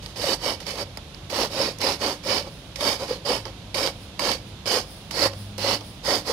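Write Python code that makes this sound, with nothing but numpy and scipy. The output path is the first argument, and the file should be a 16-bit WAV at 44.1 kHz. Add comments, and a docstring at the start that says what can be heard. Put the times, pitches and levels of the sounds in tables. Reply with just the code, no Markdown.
"""Hand-lapping an engine valve.

Pliers twist a valve to and fro on a seat smeared with grinding compound. Crushed grit rasps through
the valve and the aluminium cylinder head while the stem groans by stick and slip. The valve ticks as
it lands and whispers in its guide as it is turned back. Close stereo, workshop hiss, a far low drone."""
import sys
import numpy as np
from scipy import signal
from scipy.fft import rfft, irfft, next_fast_len
from scipy.io import wavfile
from scipy.ndimage import uniform_filter1d

SR = 44100
rng = np.random.default_rng(int(sys.argv[2]) if len(sys.argv) > 2 else 0)


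def to_wav(s):
    """Save 16-bit WAV."""
    ch = np.atleast_2d(s).T  # columns
    pcm = np.round(np.clip(ch, -1, 1) * 32767)  # PCM
    wavfile.write(sys.argv[1], SR, pcm.astype(np.int16))


N = 278756
TAPS = 4096
TIME_S = np.arange(N) / SR
BINS_HZ = np.fft.rfftfreq(TAPS, 1 / SR)


def amp(db):
    """Decibels to gain."""
    return 10 ** (np.asarray(db) / 20)


def unit_rms(x):
    """Scales to rms 1."""
    return x / np.sqrt(np.mean(x ** 2) + 1e-20)


def curve(points):
    """A (frequency, value) table interpolated onto BINS_HZ over log frequency."""
    hz, value = np.transpose(points)
    return np.interp(np.log(BINS_HZ + 1), np.log(hz + 1), value)


def add(mix, start_s, sound):
    """Mixes a multichannel sound in at start_s."""
    part = mix[:, max(round(start_s * SR), 0):][:, :sound.shape[1]]
    part += sound[:, :part.shape[1]]


def wander(length, rate_hz):
    """Smooth noise of rms about 1, rolled off above rate_hz."""
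    size = next_fast_len(length + SR // 8)
    rolloff = np.exp(-.5 * (np.fft.rfftfreq(size, 1 / SR) / rate_hz) ** 2)
    return unit_rms(irfft(rfft(rng.standard_normal(size)) * rolloff, size))[:length]


def minimum_phase(gain):
    """Causal impulse response with this gain over BINS_HZ."""
    log_gain = np.log(np.maximum(gain, gain.max() * 1e-5))
    mirrored = np.concatenate([log_gain, log_gain[-2:0:-1]])
    return np.fft.ifft(np.exp(np.conj(signal.hilbert(mirrored)))).real


def stereo_filter(gain, balance, coherence):
    """Responses (ear, input, taps) for one shared input and one per ear; mid energy 1."""
    shared = np.clip(curve(coherence), 0, .999)
    left, right = amp(curve(balance) / 2), amp(-curve(balance) / 2)
    mid = np.sqrt(left ** 2 + right ** 2 + 2 * shared) / 2
    gain = unit_rms(gain) / mid
    return np.array([[minimum_phase(gain * ear * np.sqrt(share)) for share in (shared, 1 - shared)]
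                     for ear in (left, right)])


def excite(responses, drive):
    """Three drives (shared, left, right) through a stereo filter."""
    per_ear = np.array([drive[[0, 1]], drive[[0, 2]]])
    return signal.fftconvolve(per_ear, responses, axes=2).sum(1)


def resonate(x, hz, width_hz):
    """Unity-gain resonance that follows the curve hz."""
    carrier = np.exp(2j * np.pi * np.cumsum(hz) / SR)
    pole = np.exp(-np.pi * width_hz / SR)
    return 2 * (carrier * signal.lfilter([1 - pole], [1, -pole], x / carrier)).real


def coloured_noise(spectrum):
    """Uncorrelated stereo noise of rms 1."""
    response = minimum_phase(amp(curve(spectrum)))
    return unit_rms(signal.oaconvolve(rng.standard_normal((2, N)), response[None], axes=1)[:, :N])


# workshop air spectrum: (frequency [Hz], relative density [dB])
AIR_SPECTRUM = [(15, -21), (25, -6), (98, -3.5), (194, -6.5), (219, -12), (304, -13.5), (367, -15.5),
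                (423, -18), (454, -18), (536, -16.5), (1870, -28.5), (3530, -22), (6080, -33), (7000, -35),
                (9100, -71), (15400, -120)]
# its stereo balance: (frequency [Hz], left minus right [dB])
AIR_BALANCE = [(60, -0.5), (100, -0.5), (180, -1.0), (310, 0.5), (550, -1.0), (950, -2.0), (1650, -3.5),
               (2860, -10.5), (4970, -12.0), (8640, -0.5), (15000, -2.5)]
# its likeness between the ears: (frequency [Hz], coherence [0..1])
AIR_COHERENCE = [(50, .98), (150, .96), (400, .92), (1000, .7), (2000, .2), (4000, 0), (16000, 0)]


def workshop_air(level_db=-41.6):
    """Steady rumble and hiss, alike at both ears in the bass, diffuse in the treble."""
    responses = stereo_filter(amp(curve(AIR_SPECTRUM)), AIR_BALANCE, AIR_COHERENCE)
    air = excite(responses, rng.standard_normal((3, N + TAPS)))
    return amp(level_db) * air[:, TAPS:TAPS + N]


# microphone self-noise: (frequency [Hz], relative density [dB])
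MIC_SPECTRUM = [(3000, -3), (6500, -41), (7500, 10.5), (10000, 13), (14000, 3), (16000, -11)]


def mic_hiss(level_db=-61):
    """Faint top hiss of the microphones."""
    return amp(level_db) * coloured_noise(MIC_SPECTRUM)


def hum(hz, level_db, waver_db=3, drift_hz=2.5):
    """A tone that wavers in level and pitch."""
    cycles = np.cumsum(hz + drift_hz * wander(N, 8.75)) / SR
    waver = amp(waver_db * wander(N, 6))
    return amp(level_db) * unit_rms(waver * np.sin(2 * np.pi * cycles))


# drone swells: (centre [s], half length [s], target pitch [Hz], level [dB])
DRONE_SWELLS = [(1.818, .15, 89.3, -41), (3.534, 0.19, 104.8, -42), (4.294, 0.1964, 94.55, -45.5),
                (5.535, 0.37, 104, -35.5)]


def far_drone(rest_hz=101.6, rest_db=-50, fundamental_db=-4, octave_db=-15):
    """A far drone with its octave; each swell pulls it toward its own pitch."""
    centre_s, half_s, swell_hz, swell_db = np.transpose(DRONE_SWELLS)[:, :, None]
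    swells = amp(swell_db) * np.exp(-((TIME_S - centre_s) / half_s) ** 2)
    level = amp(rest_db) + swells.sum(0)
    hz = (amp(rest_db) * rest_hz + (swells * swell_hz).sum(0)) / level
    fundamental = hum(hz, fundamental_db, waver_db=2.5, drift_hz=4.28)
    return level * (fundamental + hum(2 * hz, octave_db, drift_hz=7.8))


def room(x, level_db=-18, low_t60_s=0.42, high_t60_s=0.36):
    """Sparse reflections from floor and walls; the treble dies first."""
    echoes = rng.standard_normal((2, SR // 2)) * (rng.random((2, SR // 2)) < 3000 / SR)
    echoes[:, :SR // 200] = 0
    hz, t, spectra = signal.stft(echoes, SR, nperseg=256)
    shared = 1 / (1 + (hz[:, None] / 1000) ** 4)  # long waves reach both ears alike
    spectra = np.sqrt(shared) * spectra[0] + np.sqrt(1 - shared) * spectra
    t60_s = np.interp(hz, [500, 8000], [low_t60_s, high_t60_s])[:, None]
    tail = signal.istft(spectra * 10 ** (-3 * t / t60_s), SR, nperseg=256)[1]
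    tail /= np.linalg.norm(tail, axis=1, keepdims=True)
    return amp(level_db) * signal.fftconvolve(x, tail, axes=1)[:, :N]


# return turns of the lifted valve: (start [s], length [s], time to top speed [s], level there [dB])
RETURN_TURNS = [(2.448, 0.36, 0.073, -50), (3.93, .19, 0.099, -47.5), (4.393, .15, .09, -50),
                (4.84, .27, 0.075, -42.5), (5.31, 0.23, 0.088, -42), (5.778, .24, 0.097, -43.5)]
# stem-in-guide friction: (frequency [Hz], relative density [dB])
WHISPER_SPECTRUM = [(2500, -34), (5000, 11), (6500, -10), (7600, -5), (9900, 8.5), (11500, -6), (16000, -2)]


def stem_whisper(trim_db=-3.5, ends_db=-16):
    """The unloaded stem slides in its guide, speeding up and slowing again."""
    speed = np.zeros(N)
    for start_s, length_s, fastest_s, level_db in RETURN_TURNS:
        arch_db = np.interp(TIME_S - start_s, [0, fastest_s, length_s], [ends_db, 0, ends_db])
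        turning = (TIME_S > start_s) & (TIME_S < start_s + length_s)
        speed += amp(level_db + arch_db) * turning
    return amp(trim_db) * uniform_filter1d(speed, SR // 50) * coloured_noise(WHISPER_SPECTRUM)


# longest-lived casting modes: (frequency [Hz], width [Hz], gain [dB])
LONG_MODES = [(220, 14, -4), (296, 2, 1)]


def casting_ring(valve):
    """The casting rings on after each contact, alike at both ears."""
    return sum(amp(db) * resonate(valve.mean(0), np.full(N, hz), width_hz)
               for hz, width_hz, db in LONG_MODES)


# broad response of valve and head: (frequency [Hz], relative gain [dB])
HEAD_SPECTRUM = [(60, -38), (200, -11), (400, -2), (800, -4), (1100, -7.5), (1450, -12), (2100, -9),
                 (3900, -9), (4600, -3.5), (5400, -6), (5900, -14.5), (7400, -25), (9500, -25.5),
                 (13000, -31), (16000, -39)]
# their modes: (frequency [Hz], width [Hz], height over the broad response [dB])
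HEAD_RESONANCES = [(224, 30, 4), (297, 18, 4.5), (500, 90, 2), (915, 110, 3.5), (1090, 70, 3),
                   (1329, 60, 3), (1895, 55, 5), (2240, 80, 4.5), (2995, 45, 7), (3053, 25, 6),
                   (3800, 110, 3), (4555, 40, 3.5), (6195, 45, 7), (6400, 120, 4), (7010, 55, 5.5)]
# their stereo balance: (frequency [Hz], left minus right [dB])
HEAD_BALANCE = [(60, -0.5), (95, -0.5), (150, -1.0), (240, -1.0), (380, -1.0), (600, -1.5), (950, -3.0),
                (1500, -6.0), (2380, -10.0), (3770, -17.0), (5980, -11.5), (9470, 0.5), (15000, -3.0)]
# their likeness between the ears: (frequency [Hz], coherence [0..1])
HEAD_COHERENCE = [(100, .98), (550, .97), (950, .85), (1400, .25), (3000, .05), (4900, .25), (7000, 0),
                  (16000, .05)]


def cylinder_head(crossovers_hz=(1400, 7000)):
    """Stereo responses of valve and head in three bands: low, mid, high."""
    modes = sum((amp(db) ** 2 - 1) / (1 + (2 * (BINS_HZ - hz) / width_hz) ** 2)
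                for hz, width_hz, db in HEAD_RESONANCES)
    gain = amp(curve(HEAD_SPECTRUM)) * np.sqrt(np.maximum(1 + modes, .1))
    low, below_high = (1 / (1 + (BINS_HZ / hz) ** 10) for hz in crossovers_hz)
    return [stereo_filter(gain * np.sqrt(share), HEAD_BALANCE, HEAD_COHERENCE)
            for share in (low, below_high * (1 - low), 1 - below_high)]


def near_reflections(x, strength, count=7, lag_range_s=(.0003, .005)):
    """Fins, pliers and hand comb the sound, by new paths each time."""
    paths = np.zeros((2, round(SR * lag_range_s[1]) + 2))
    for ear in paths:
        lags_s = rng.uniform(*lag_range_s, count)
        gains = unit_rms(rng.choice([-1., 1.], count) / np.sqrt(lags_s)) / np.sqrt(count)
        np.add.at(ear, (SR * lags_s).astype(int), strength * gains)
    paths[:, 0] = 1
    return signal.fftconvolve(x, paths, axes=1)[:, :x.shape[1]] / np.sqrt(1 + strength ** 2)


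def grit(length, grains_per_s, spread_db):
    """Three drives of abrasive grains cracking at random times and sizes."""
    hits = rng.random((3, length)) < grains_per_s / SR
    sizes = amp(spread_db * np.minimum(rng.exponential(1, (3, length)), 4))
    return unit_rms(hits * sizes * rng.choice([-1., 1.], (3, length)))


def contact_burst(t, decay_s):
    """A dying cluster of tiny contacts; decay_s sets its energy."""
    fade = np.exp(-t / decay_s)
    contacts = grit(len(t), grains_per_s=14000, spread_db=2.5)
    return unit_rms(contacts * fade) * np.sqrt(np.mean(fade ** 2))


# metal-on-metal contacts: (time [s], level [dB], knock offset [dB], edge offset [dB])
VALVE_TICKS = [(0.0611, -25, -12.5, -15), (0.16, -30, -13, -18), (0.603, -29, -14, -10),
               (0.6666, -26, -17, -14), (0.9722, -24, -5.5, -11), (1.1458, -32, -12, -15),
               (1.3013, -24.5, -14, -13), (1.7853, -33, -12, -3.5), (1.8148, -19, -20, -9),
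               (2.0183, -21, -11, -25), (2.3804, -14.5, -18, -30), (2.7583, -25, -13, -10),
               (2.8075, -18.5, -5.5, -17), (3.263, -24.5, -1, -28), (3.4537, -25.5, -16, -19),
               (3.7454, -18, -13, -14), (3.8733, -15.5, -10.5, -28), (4.1941, -15, -7.5, -16),
               (4.3152, -12, -18, -16.5), (4.6571, -23.5, -6, -20), (5.11, -20, -12, -12.5),
               (5.2554, -22, 2, -27), (5.3337, -28.5, -8, -20), (5.58, -30, -3, -3), (5.681, -21, -3, -24),
               (5.809, -29, -4, -16), (6.0488, -28, -7, -18)]


def tick(row, head):
    """The valve lands or the jaws shift: a low knock, a short ring and a bright edge."""
    start_s, level_db, knock_db, edge_db = row
    low, mid, high = head
    t = np.arange(SR // 20) / SR
    knock = excite(low, contact_burst(t, decay_s=.015)) * amp(knock_db - 5)
    ring = excite(mid, contact_burst(t, decay_s=.0017)) * amp(-3)
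    edge = excite(high, contact_burst(t, decay_s=.0041)) * amp(edge_db)
    return start_s, amp(level_db) * near_reflections(knock + ring + edge, strength=.5)


def hand_pressure_db(t, length_s, crest_s, bite_db, release_db=-26):
    """Pressure re its value at crest_s: the hand bites, bears down, lets go."""
    to_crest = np.clip(1 - t / crest_s, 0, 1)
    released = np.maximum(t - crest_s, 0) / max(length_s - crest_s, .01)
    return bite_db * to_crest ** 1.66 + release_db * released ** 2.76


def coarse_cracks(length, per_s=260, decay_s=.00029):
    """Force factor: brief surges as coarse grains burst."""
    bursts = (rng.random(length) < per_s / SR) * rng.random(length)
    return 1 + signal.lfilter([1], [1, -np.exp(-1 / (SR * decay_s))], bursts)


def stem_groan(progress, pitch_hz=535, drift_hz=24, waver_db=7, swell_db=7):
    """Stem and pliers stick and slip at an unsteady pitch, most where the turn is fastest."""
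    cycles = np.cumsum(pitch_hz + drift_hz * wander(len(progress), 18.8)) / SR
    waver = amp(waver_db * wander(len(progress), 45))
    tone = unit_rms(waver * np.sin(2 * np.pi * (cycles + rng.random())))
    speed = np.exp(-((progress - .36) / .75) ** 2)
    return tone * amp(swell_db * speed) * amp([[-1], [0]])  # slightly to the right


def squeaks(ring_hz, per_s=40, scatter_hz=520, decay_s=.0042):
    """A grain sticks and makes the valve sing for a few milliseconds."""
    length = len(ring_hz)
    drive = np.zeros((3, length))
    t = np.arange(SR // 30) / SR
    count = max(round(per_s * length / SR), 1)
    for position, detune, size in rng.random((count, 3)):
        start = int(position * length)
        hz = ring_hz[start] + scatter_hz * (2 * detune - 1)
        envelope = (.089 + size) * t * np.exp(-t / decay_s)
        add(drive, start / SR, envelope * np.sin(2 * np.pi * (hz * t + rng.random((3, 1)))))
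    return unit_rms(drive)


def valve_ring(crunch, base_hz, press_db, hz_per_db=3, wander_hz=138):
    """The valve's ring rises with pressure and wanders as the contact point moves."""
    hz = base_hz + hz_per_db * press_db + wander_hz * wander(len(press_db), 13.4)
    return amp(-8.5) * resonate(crunch, hz, width_hz=550) + amp(-18) * squeaks(hz)


# wrist twists: (start [s], length [s], grip time [s], time to crest [s], crest level [dB],
# bite re crest [dB], growl offset [dB], fizz offset [dB], groan offset [dB], base ring pitch [Hz])
WRIST_TWISTS = [(0.017, 0.15, 0.013, 0.061, -49.5, 9, -8.5, -5, -11, 4600),
                (0.15, 0.22, 0.018, 0.17, -25, -14.5, -4.5, -8.5, -6.5, 5030),
                (0.378, 0.19, 0.06, 0.1, -27.0, -19.5, -2.5, -9.2, -12, 4900.0),
                (0.6, 0.062, 0.004, 0.013, -41.5, 0.0, -10, -10, -9, 5050.0),
                (0.64, 0.13, 0.045, 0.032, -31, -22, -5.5, -8.5, -16, 4980),
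                (0.717, 0.13, 0.014, 0.093, -32, -19.5, -1, -9.0, -1, 4940),
                (1.295, 0.193, 0.0038, 0.12, -24.5, -11.5, -2.5, -10, -9.2, 5170),
                (1.481, 0.26, 0.025, 0.14, -26.0, -18.5, -3, -11, -5.5, 4900),
                (1.79, 0.19, 0.03, 0.087, -24.0, -6.0, -3.5, -10.5, -9, 5240),
                (1.979, 0.2, 0.036, 0.061, -27, -18, -0.5, -9.5, -8.5, 4840),
                (2.225, 0.22, 0.012, 0.09, -24.5, -19.5, -4, -11.5, -5, 5040),
                (2.431, 0.066, 0.056, 0.038, -42, -4, 5.5, -10, 6.5, 4790.0),
                (2.757, 0.047, 0.004, 0.035, -43, 8.5, -16, -6, -13, 5000),
                (2.768, 0.22, 0.041, 0.11, -24.0, -15.5, -4, -9.5, -8, 4930.0),
                (2.962, 0.13, 0.04, 0.058, -35.5, -10, 0.3, -8.5, -0.5, 4860),
                (3.042, 0.16, 0.053, 0.054, -33.5, -22, -3, -11.0, 2.8, 4660),
                (3.243, 0.177, 0.012, 0.051, -25, -14, -2.5, -11, -4.5, 4920),
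                (3.452, 0.066, 0.0039, 0.013, -41, 0.0, 1.7, -12, -4, 4570),
                (3.742, 0.18, 0.0017, 0.1, -26, -3, -4.5, -9, -6.5, 4850),
                (4.189, 0.194, 0.0054, 0.091, -24.5, -8, -4.5, -10, -7.5, 4600),
                (4.656, 0.18, 0.0023, 0.084, -23, -8.0, -4.5, -8.5, -9.0, 4940),
                (5.105, 0.19, 0.003, 0.14, -21.5, -20.5, -4.5, -10, -8.8, 4570),
                (5.579, 0.21, 0.003, 0.13, -23, -13, -4.5, -11.2, -9, 4670.0),
                (6.025, 0.2, 0.021, 0.082, -23.5, -19, -2.5, -9, -8, 4680),
                (6.236, 0.17, 0.04, 0.067, -29.5, -9.5, -1, -7.6, -4.5, 4550)]


def twist(row, head, chatter_db=.85, chatter_hz=110):
    """One turn on the seat: crushed grit catches and slips, driving growl, rasp and fizz."""
    start_s, length_s, grip_s, crest_s, level_db, bite_db, growl_db, fizz_db, groan_db, ring_hz = row
    low, mid, high = head
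    t = np.arange(0, length_s * 1.2, 1 / SR)
    press_db = hand_pressure_db(t, length_s, crest_s, bite_db)
    pressure = amp(level_db + press_db) * np.minimum(t / grip_s, 1)
    chatter = amp(chatter_db * wander(len(t), chatter_hz))
    force = pressure * unit_rms(chatter * coarse_cracks(len(t)))
    # more pressure tilts the balance from fizz to growl
    growl_force = force * amp(growl_db + .5 + .21 * press_db)
    fizz_force = force * amp(fizz_db - 1.1 - .2 * press_db)
    growl = excite(low, grit(len(t), grains_per_s=4000, spread_db=-.55) * growl_force)
    groan = stem_groan(t / length_s) * pressure * amp(groan_db - 5)
    crunch = grit(len(t), grains_per_s=4200, spread_db=1.4)
    rasp = excite(mid, (crunch + valve_ring(crunch, ring_hz, press_db)) * force * amp(-3.4))
    fizz = excite(high, grit(len(t), grains_per_s=4000, spread_db=1.6) * fizz_force)
    sound = growl + near_reflections(rasp, strength=.45) + near_reflections(fizz, strength=.9)
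    add(sound, 0, groan)
    return start_s, sound


def scene():
    """Twists, ticks and return turns in front of the workshop background."""
    head = cylinder_head()
    valve = np.zeros((2, N))
    for row in WRIST_TWISTS:
        add(valve, *twist(row, head))
    for row in VALVE_TICKS:
        add(valve, *tick(row, head))
    lapping = valve + casting_ring(valve) + room(valve) + stem_whisper()
    background = workshop_air() + mic_hiss() + far_drone() + hum(hz=52.4, level_db=-52.5)
    return lapping + background


def record(dry, bass_cut_hz=36, band_limit_hz=15800):
    """Bass cut and steep band limit."""
    highpass = signal.butter(4, bass_cut_hz, "high", fs=SR, output="sos")
    lowpass = signal.firwin(511, band_limit_hz, window=("kaiser", 9), fs=SR)
    return signal.oaconvolve(signal.sosfilt(highpass, dry), lowpass[None], "same")


dry = scene()
out = record(dry)
to_wav(out)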